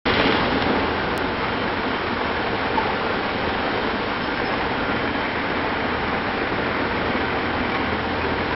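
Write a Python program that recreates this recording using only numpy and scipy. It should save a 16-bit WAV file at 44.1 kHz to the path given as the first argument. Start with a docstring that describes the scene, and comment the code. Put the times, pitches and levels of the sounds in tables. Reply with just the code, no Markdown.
"""Roller conveyor in a workshop

Powered steel rollers carry a heavy mould box round a bend. They rumble in their frame, the drive chain
rattles over its sprockets, the gear motor hums and a bearing sings. The box knocks and rubs on the
rollers now and then. The sound is nearly mono and dull, loud at first and then steady."""
import sys
import numpy as np
from scipy import signal
from scipy.fft import rfft, irfft, next_fast_len
from scipy.io import wavfile
from scipy.ndimage import map_coordinates

SR = 44100
rng = np.random.default_rng(int(sys.argv[2]) if len(sys.argv) > 2 else 0)


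def output_pcm(signal):
    """Save a mono or channel-first signal as 16-bit PCM at the path in sys.argv[1].

    Samples are clipped to [-1, 1] before scaling.
    """
    pcm = np.clip(np.atleast_2d(signal).T, -1, 1) * 32767
    wavfile.write(sys.argv[1], SR, np.round(pcm).astype(np.int16))


N = 377055
TIME_S = np.arange(N) / SR
HOLD_S, TOP_HZ = 0.22, 5590  # loud start; upper band edge


def amp(db):
    """Decibels to gain."""
    return 10 ** (np.asarray(db) / 20)


def unit(x):
    """Scale to rms 1."""
    return x / np.sqrt(np.mean(x ** 2) + 1e-20)


def along(points, hz):
    """(f/Hz, value) points read on a log axis."""
    f, v = np.transpose(points)
    return np.interp(np.log(hz + 1), np.log(f + 1), v)


def curves(rows):
    """One value per sample for each column after t/s."""
    s, *cols = np.transpose(rows)
    return [np.interp(TIME_S, s, c) for c in cols]


def wobble(rate_hz):
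    """Smooth random curve, rate_hz knots a second."""
    return map_coordinates(rng.standard_normal(int(N * rate_hz / SR) + 4), [TIME_S * rate_hz])


def filtered(x, response):
    """x through a frequency response."""
    m = next_fast_len(len(x) + 8192)
    return irfft(rfft(x, m) * response(np.fft.rfftfreq(m, 1 / SR)), m)[:len(x)]


def coloured(x, spectrum):
    """x through a (f/Hz, level/dB) spectrum, rms 1."""
    return unit(filtered(x, lambda hz: amp(along(spectrum, hz))))


def resonating(x, modes):
    """x through (f/Hz, width/Hz, level/dB) resonances, rms 1."""
    def response(f):
        return sum(amp(db) * 1j * f * width / (hz * hz - f * f + 1j * f * width)
                   for hz, width, db in modes)
    return unit(filtered(x, response))


def phase(hz):
    """Running phase of a pitch curve, random start."""
    return 2 * np.pi * (np.cumsum(hz) / SR + rng.random())


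def add(track, s, sound):
    """Mix a sound into a track at time s."""
    part = track[round(s * SR):][:len(sound)]
    part += sound[:len(part)]


def settling(running_db, extra_db, sink_s):
    """Gain that starts high, holds, then sinks to its running level."""
    remaining = np.clip(1 - (TIME_S - HOLD_S) / sink_s, 0, 1)
    return amp(running_db + extra_db * remaining ** 1.6)


def swell(s, length_s, db):
    """Rounded rise and fall of gain from time s."""
    gain = np.zeros(N)
    add(gain, s, amp(db) * np.sqrt(np.abs(np.hanning(round(length_s * SR)))))
    return gain


def contacts(times_s, scatter_db, t60_s):
    """Short noise bursts of random size, rms 1."""
    size = amp(scatter_db * np.clip(rng.standard_normal(len(times_s)), -2, 2))
    energy = np.bincount((times_s * SR).astype(int) % N, size ** 2, N)
    fading = signal.lfilter([1], [1, -np.exp(-np.log(1e6) / (t60_s * SR))], energy)
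    return unit(np.sqrt(fading) * rng.standard_normal(N))


def friction(hz, rough, flutter_db):
    """Friction tone trembling in pitch and level, rms 1."""
    return unit(amp(flutter_db * wobble(40)) * np.sin(phase(hz * (1 + rough * wobble(120)))))


def struck(events, modes, attack_s):
    """Each blow rings the same modes at its own pitch."""
    out, t = np.zeros(N), np.arange(SR // 3) / SR
    for s, db, hz in events:
        ring = sum(amp(mode_db - 60 * t / t60) * np.sin(2 * np.pi * hz * ratio * t + rng.uniform(-0.76, 1))
                   for ratio, mode_db, t60 in modes)
        ring *= 1 - np.exp(-t / attack_s)
        add(out, s, amp(db) * ring / np.std(ring[:SR // 50]))
    return out


# roller spectra: f/Hz, level/dB
RUMBLE = [(15, -13.5), (30, -18), (45, -8.5), (80, -5.5), (110, -8), (165, -8), (205, -1.5), (290, -2.5),
          (345, -5), (480, -2), (570, -8), (750, -9), (1300, -10.5), (4000, -39.5)]
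CLATTER = [(250, -29.5), (600, 0), (900, 1), (1100, 1), (1300, -3.5), (1700, -3), (2180, -5), (2550, -11.5),
           (2900, -13.5), (5600, -31.5)]
# frame and tube resonances: f/Hz, width/Hz, level/dB
FRAME_MODES = [(203.8, 14, -1), (249.6, 11, 2), (273.4, 13, 3), (284.5, 6.6, 0)]
ROLLER_MODES = [(906, 8.6, 2), (1417, 14, -4.5), (1450, 16, 3.5), (1522, 26, 0.5), (1585, 28, -4),
                (1630, 14, -5.5), (1676, 8.9, 0.5), (1755, 30, -5), (2215, 16, -5), (2320, 53, -11.5)]

def rollers():
    """Rollers shake the frame and clatter in loose bearings; frame and tubes ring along."""
    load = wobble(7)  # weight shifts from roller to roller
    thuds = contacts(rng.random(4500) * N / SR, scatter_db=2, t60_s=0.15)
    ticks = contacts(rng.random(3200) * N / SR, scatter_db=0.5, t60_s=0.13)
    frame_ring = amp(-8.5) * resonating(rng.standard_normal(N), FRAME_MODES)
    tube_ring = amp(-10.5 + 1.5 * wobble(3.3)) * resonating(rng.standard_normal(N), ROLLER_MODES)
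    rumble = settling(-27.5, extra_db=5, sink_s=1.47) * (coloured(thuds, RUMBLE) + frame_ring)
    clatter = settling(-29.5, extra_db=3.5, sink_s=0.89) * (coloured(ticks, CLATTER) + tube_ring)
    return amp(0.17 * load) * rumble + amp(0.22 * load) * clatter


# ring contour, taken about its mean: t/s, level/dB
BEND_CONTOUR = [(1.1, -39), (2.65, -34), (4.23, -40), (4.46, -25.5), (4.48, -36.5), (4.89, -28.5),
                (7.78, -28), (8.04, -32), (8.5, -31)]
# tapered roller spectrum: f/Hz, level/dB
TAPERED = [(800, -30), (1100, -8.5), (1350, -5), (1800, 2.5), (2180, 1.5), (2400, 0.5), (2900, -19.5),
           (4000, -31.5)]

def bend():
    """The bend's tapered rollers ring near 2 kHz."""
    tinks = contacts(rng.random(2500) * N / SR, scatter_db=3, t60_s=0.11)
    ring_db, = curves(BEND_CONTOUR)
    running_db = -40 + 1.03 * (ring_db - ring_db.mean())
    return settling(running_db, extra_db=16, sink_s=0.64) * coloured(tinks, TAPERED)


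# frame drone: t/s, level/dB
DRONE_LEVEL = [(0.1, -38), (0.32, -31.5), (0.55, -38), (0.88, -31), (1.55, -44), (1.85, -37), (2.35, -36.5),
               (2.75, -33), (3.4, -39), (3.83, -31.5), (4.12, -43), (4.45, -35.5), (5.35, -44),
               (5.8, -36.5), (6.1, -41), (8.5, -41)]
# its resonances: f/Hz, width/Hz, level/dB
DRONE_MODES = [(395, 29, -4), (446, 40, -0.5), (483, 25, -2)]

def drone():
    """The frame drones in swells as the load passes over it."""
    return amp(curves(DRONE_LEVEL)[0] - 0.5) * resonating(rng.standard_normal(N), DRONE_MODES)


# box resonances: f/Hz, width/Hz, level/dB
BOX_MODES = [(2870, 79, -0.5), (3380, 230, 3.5), (3850, 240, -3)]

def box_chatter(fade_db_per_s=31):
    """Bright steel chatter, loud at the start, dying away within a second."""
    taps = contacts(rng.random(900) * N / SR, scatter_db=-0.5, t60_s=0.03)
    since_hold_s = np.maximum(TIME_S - HOLD_S, 0)
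    return amp(-32 - fade_db_per_s * since_hold_s) * resonating(taps, BOX_MODES)


# sprocket hum: link-rate harmonic, level/dB
SPROCKET = [(3, -56), (4, -44.5), (6, -48), (12, -48.5), (16, -50.5), (18, -46.5), (22, -47)]
# hum gain: t/s, level/dB
HUM_GAIN = [(0.3, 1), (1.0, 4), (1.5, 0.5), (4.4, -0.5), (5.9, 0), (6.6, 3.5), (7.1, 5.5), (8.5, 5)]
# rattle spectrum: f/Hz, level/dB
RATTLE = [(800, -11), (2000, 5), (2800, 3), (3450, 2), (4100, -1), (4900, -6), (5400, -6.5), (5650, -21)]
# rattle contour as the listener moves, taken about its mean: t/s, level/dB
RATTLE_CONTOUR = [(1.3, -40.5), (1.4, -40.5), (3.72, -39.5), (5.45, -42), (8.5, -41)]

def chain(link_hz=20.45):
    """Links seat on the sprocket one by one: low hum, and rattle over the hiss of sliding steel."""
    link = phase(link_hz * (1 + 0.0015 * wobble(2)))
    hum = sum(amp(db - 0.5 + 2 * wobble(2)) * np.sqrt(2) * np.sin(k * link + 2 * np.pi * rng.random())
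              for k, db in SPROCKET)
    hum *= settling(0.2, extra_db=6.5, sink_s=0.98) * amp(curves(HUM_GAIN)[0])
    seats_s = np.flatnonzero(np.diff(link // (2 * np.pi))) / SR
    clicks = contacts(seats_s + rng.normal(0, 0.0022, len(seats_s)), scatter_db=3.5, t60_s=0.11)
    sliding = rng.standard_normal(N)
    near_db, = curves(RATTLE_CONTOUR)
    rattle = coloured(sliding + amp(-14.5) * clicks, RATTLE)
    rattle *= settling(-35.5, extra_db=6, sink_s=1) * amp(near_db - near_db.mean())
    frame = amp(-40.5) * coloured(clicks, CLATTER)  # the frame passes on the link beat
    return hum + rattle + frame


# motor tones: f/Hz, level/dB
MOTOR_TONES = [(49.1, -47.5), (98.3, -49.5), (105.6, -46), (175, -51.5), (300.1, -46.5), (474.4, -43.5),
               (589.5, -52.5), (598.9, -53), (921.9, -43), (3154, -54.5)]
# gear whine: t/s, level/dB
WHINE_LEVEL = [(0.15, -37), (0.4, -47), (0.7, -37), (0.9, -42), (1.55, -47), (2.15, -43), (2.32, -36.5),
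               (3.6, -37.5), (3.9, -46), (4.3, -45), (4.42, -35), (4.7, -37), (4.9, -53), (5.85, -47),
               (6.1, -39), (6.42, -35), (6.72, -52), (6.92, -38.5), (7.8, -37.5), (8.5, -40.5)]
# higher gear tones: f/Hz
GEAR_HZ = [823, 873.4, 2858.5]
# their swells: t/s, level/dB per tone
GEAR_LEVELS = [(0.2, -39, -40, -43), (0.8, -40, -36, -46), (1.9, -47, -43, -61), (2.8, -39, -41, -56),
               (3.1, -44, -42, -45), (3.9, -50, -51, -60), (4.3, -41, -39, -51), (5.4, -42, -43, -56),
               (6.2, -39.5, -47, -49), (6.9, -45, -44, -57), (8.5, -49, -47, -55)]

def motor(whine_hz=773.2):
    """Shaft, gear and magnetic tones; each swells and fades on its own as the listener moves."""
    speed = 1 + 0.000431 * wobble(3)
    tone = lambda hz: np.sqrt(2) * np.sin(phase(hz * speed))
    hum = sum(amp(db - 3 + 2.3 * wobble(5.4)) * tone(hz) for hz, db in MOTOR_TONES)
    whine = amp(curves(WHINE_LEVEL)[0] - 1 + wobble(8) + wobble(40)) * tone(whine_hz)
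    gear = sum(amp(db - 0.9 + 2 * wobble(7.3)) * tone(hz)
               for hz, db in zip(GEAR_HZ, curves(GEAR_LEVELS)))
    return settling(0, extra_db=3, sink_s=1) * hum + whine + gear


# bearing tone: t/s, f/Hz, level/dB
SONG = [(0.25, 1440, -37), (0.7, 1430, -44), (1.1, 1430, -43), (1.35, 1400, -39.5), (1.72, 1403, -39),
        (2.0, 1434, -44), (2.5, 1428, -42), (2.85, 1402, -41), (3.12, 1398, -38), (3.45, 1424, -46),
        (3.82, 1432, -40), (4.6, 1412, -46), (4.78, 1396, -35), (4.95, 1395, -34), (5.1, 1410, -44),
        (6.1, 1435, -44), (6.75, 1398, -40.5), (7.15, 1412, -43), (7.65, 1420, -39), (7.87, 1445, -44)]
# upper partials: pitch ratio, level/dB
BEARING_PARTIALS = [(1.092, -41), (1.18, -48)]

def singing_bearing():
    """A bearing sings; its pitch sags as it binds once each slow turn."""
    pitch_hz, song_db = curves(SONG)
    song = amp(song_db) * friction(pitch_hz, rough=0.009, flutter_db=2.5)
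    partials = sum(amp(db) * friction(pitch_hz * ratio, rough=0.011, flutter_db=3)
                   for ratio, db in BEARING_PARTIALS)
    return song + partials


# whistle swells: t/s, level/dB
WHISTLE_LEVEL = [(0.28, -36), (0.44, -50), (0.6, -45), (1.0, -53), (1.4, -47), (1.62, -41.5), (1.8, -52),
                 (1.96, -42), (2.13, -52), (2.28, -45), (2.95, -56), (3.45, -46.5), (3.87, -42.5),
                 (4.04, -50), (4.24, -41.5), (4.44, -55), (4.55, -46.5), (4.8, -52), (4.95, -43.5),
                 (5.28, -44), (5.41, -59), (5.55, -46.5), (5.92, -46.5), (6.2, -61), (6.7, -50.5),
                 (6.93, -53), (7.15, -45), (8.5, -49)]

def whistling_bearing():
    """Steel on steel draws a thin whistle from another bearing."""
    return amp(curves(WHISTLE_LEVEL)[0]) * friction(hz=3119, rough=0.0008, flutter_db=1.2)


# knocks: t/s, level/dB, tilt/(dB/octave)
KNOCKS = [(0.1, -21, -2), (0.1985, -15.5, -1), (0.272, -23, 8), (0.281, -25, 9), (0.3235, -17.5, 0.5),
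          (0.623, -22.5, 11), (1.445, -25.5, 2), (1.772, -27, -1), (2.784, -26, 3), (2.834, -24, 1),
          (3.874, -26, 1), (4.399, -23.5, 0), (4.539, -24.5, -2), (5.075, -25, 0), (5.612, -25.5, -4),
          (7.72, -23, 0), (7.75, -22.5, -1), (7.768, -24, -1), (8.215, -24.5, 2), (8.24, -27, 3),
          (8.51, -24.5, -3), (8.525, -25, 0)]

def knocks():
    """Box and chain knock dully on the rollers: a crack, then a short shudder."""
    out, t = np.zeros(N), np.arange(SR // 3) / SR
    envelope = amp(-60 * t / 0.012) + amp(-13.5 - 60 * t / 0.058)
    for s, db, tilt in KNOCKS:
        def response(hz):
            octaves = np.log2(np.clip(hz, 200, TOP_HZ) / 1000)
            return amp(along(CLATTER, hz) + tilt * octaves) * (hz < TOP_HZ)
        knock = filtered(rng.standard_normal(len(t)) * envelope, response)
        add(out, s, amp(db) * knock / np.std(knock[:SR // 200]))
    return out


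# hall decay: f/Hz, t60/s
HALL = [(200, 0.56), (1500, 0.81), (5000, 0.14)]

def workshop(x):
    """The hall's echo, dying fastest in the treble."""
    hz, t, noise = signal.stft(rng.standard_normal(SR // 2), SR, nperseg=256)
    tail = signal.istft(noise * amp(-60 * t / along(HALL, hz)[:, None]), SR, nperseg=256)[1]
    return signal.fftconvolve(x, tail / np.linalg.norm(tail))[:N]


# box drops: t/s, level/dB, f/Hz
CLUNKS = [(0.2, -23, 270), (0.295, -25, 450), (0.335, -24, 310), (0.54, -25, 270), (0.7, -23, 265),
          (1.865, -25, 275), (2.751, -26, 260), (2.851, -29, 430), (4.896, -24.5, 270), (5.035, -28, 450),
          (5.27, -29, 255), (5.85, -27, 268), (6.41, -28, 440), (7.145, -26, 260), (7.23, -28, 400),
          (7.604, -26, 255), (8.245, -29, 390), (8.318, -26, 265)]
# frame modes: pitch ratio, level/dB, t60/s
CLUNK_MODES = [(0.8, -7, 0.09), (1, 0, 0.1), (1.6, -9, 0.05)]

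def clunks():
    """The box drops onto a roller and the frame clunks."""
    return struck(CLUNKS, CLUNK_MODES, attack_s=0.003)


# rubs: t/s, length/s, level/dB, f/Hz
RUBS = [(1.33, 0.22, -37, 1280), (2.18, 0.36, -41, 1675), (4.27, 0.09, -35, 1420), (4.345, 0.1, -32, 1565),
        (4.43, 0.07, -36, 1790), (4.46, 0.09, -35.5, 1652), (4.68, 0.15, -35, 1528),
        (4.86, 0.45, -39.5, 1677), (5.12, 0.06, -34, 1665), (7.71, 0.13, -34, 1090)]

def rubs():
    """Each rub of the box draws a short ring from a roller tube."""
    return sum(swell(s, length_s, db) * friction(hz, rough=0.005, flutter_db=1.5)
               for s, length_s, db, hz in RUBS)


# fitting contacts: t/s, level/dB, f/Hz
CLINKS = [(1.445, -36, 2148), (3.232, -37, 2440), (7.718, -32, 2320), (7.755, -35, 2260),
          (8.213, -34, 2482), (8.405, -32.5, 2240)]
# their modes: pitch ratio, level/dB, t60/s
CLINK_MODES = [(0.63, -7, 0.08), (0.96, -7, 0.06), (1, 0, 0.13)]

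def clinks():
    """Steel fittings touch and clink."""
    return struck(CLINKS, CLINK_MODES, attack_s=0.00085)


# blows on a tube: t/s, level/dB, f/Hz
CLANKS = [(2.206, -24, 885), (2.774, -10.8, 885), (2.852, -20, 790), (2.872, -20, 880), (2.893, -21, 820),
          (4.2815, -23, 870), (5.645, -23, 885), (8.512, -21, 1000)]
# tube modes: pitch ratio, level/dB, t60/s
TUBE_MODES = [(0.9, -7, 0.05), (1, 5.5, 0.085), (1.93, -18, 0.08), (3.42, -23, 0.15)]

def clanks(attack_s=0.0053):
    """A struck roller tube rings in its modes."""
    out, t = np.zeros(N), np.arange(SR // 3) / SR
    for s, db, hz in CLANKS:
        ring = sum(amp(mode_db - 60 * t / t60) * np.sin(2 * np.pi * hz * ratio * t)
                   for ratio, mode_db, t60 in TUBE_MODES)
        add(out, s, amp(db) * ring * (1 - np.exp(-t / attack_s)))
    return out


# chirps: t/s, length/s, level/dB
SQUEAKS = [(4.208, 0.075, -43.5), (4.325, 0.075, -47), (4.437, 0.076, -42), (4.516, 0.034, -43.5),
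           (4.56, 0.07, -49.5)]

def squeaks():
    """A dry roller squeals in short chirps."""
    chirps = sum(swell(s, length_s, db) for s, length_s, db in SQUEAKS)
    return chirps * friction(hz=5185, rough=0.002, flutter_db=1.2)


def scene():
    """The line sits in the centre, with echo on the blows; faint side noise adds a trace of width."""
    running = rollers() + bend() + drone() + box_chatter() + chain() + motor()
    rubbing = singing_bearing() + whistling_bearing() + rubs() + squeaks()
    blows = knocks() + clunks() + clinks() + clanks()
    mid = running + rubbing + blows + amp(-13) * workshop(blows)
    side_spectrum = [(350, -26), (600, 13), (1300, 26.5), (1800, -19.5),  # f/Hz, level/dB
                     (2700, -17.5), (3400, 1), (4200, 5.5), (4800, -31)]
    side = amp(-62.5) * coloured(rng.standard_normal(N), side_spectrum)
    return np.array([mid + side, mid - side])


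def record(dry):
    """The sound opens after a moment, loses its top treble, and carries one thin electrical tick."""
    start_s, tick_s, limit_hz = 0.054, 1.178, 16800
    gate = np.clip((TIME_S - start_s) / 0.004, 0, 1) * np.clip((TIME_S[-1] - TIME_S) / 0.003, 0, 1)
    lowpass = lambda hz: 1 / np.sqrt(1 + (hz / TOP_HZ) ** 200)
    from_tick = (TIME_S - tick_s) / 0.00008
    tick = -amp(-14) * np.sign(from_tick) * np.exp(-np.abs(from_tick))  # a jump that relaxes at once
    dull = [filtered(channel * gate, lowpass) for channel in dry]
    return np.array([filtered(channel + tick, lambda hz: hz < limit_hz) for channel in dull])


dry = scene()
out = record(dry)
output_pcm(out)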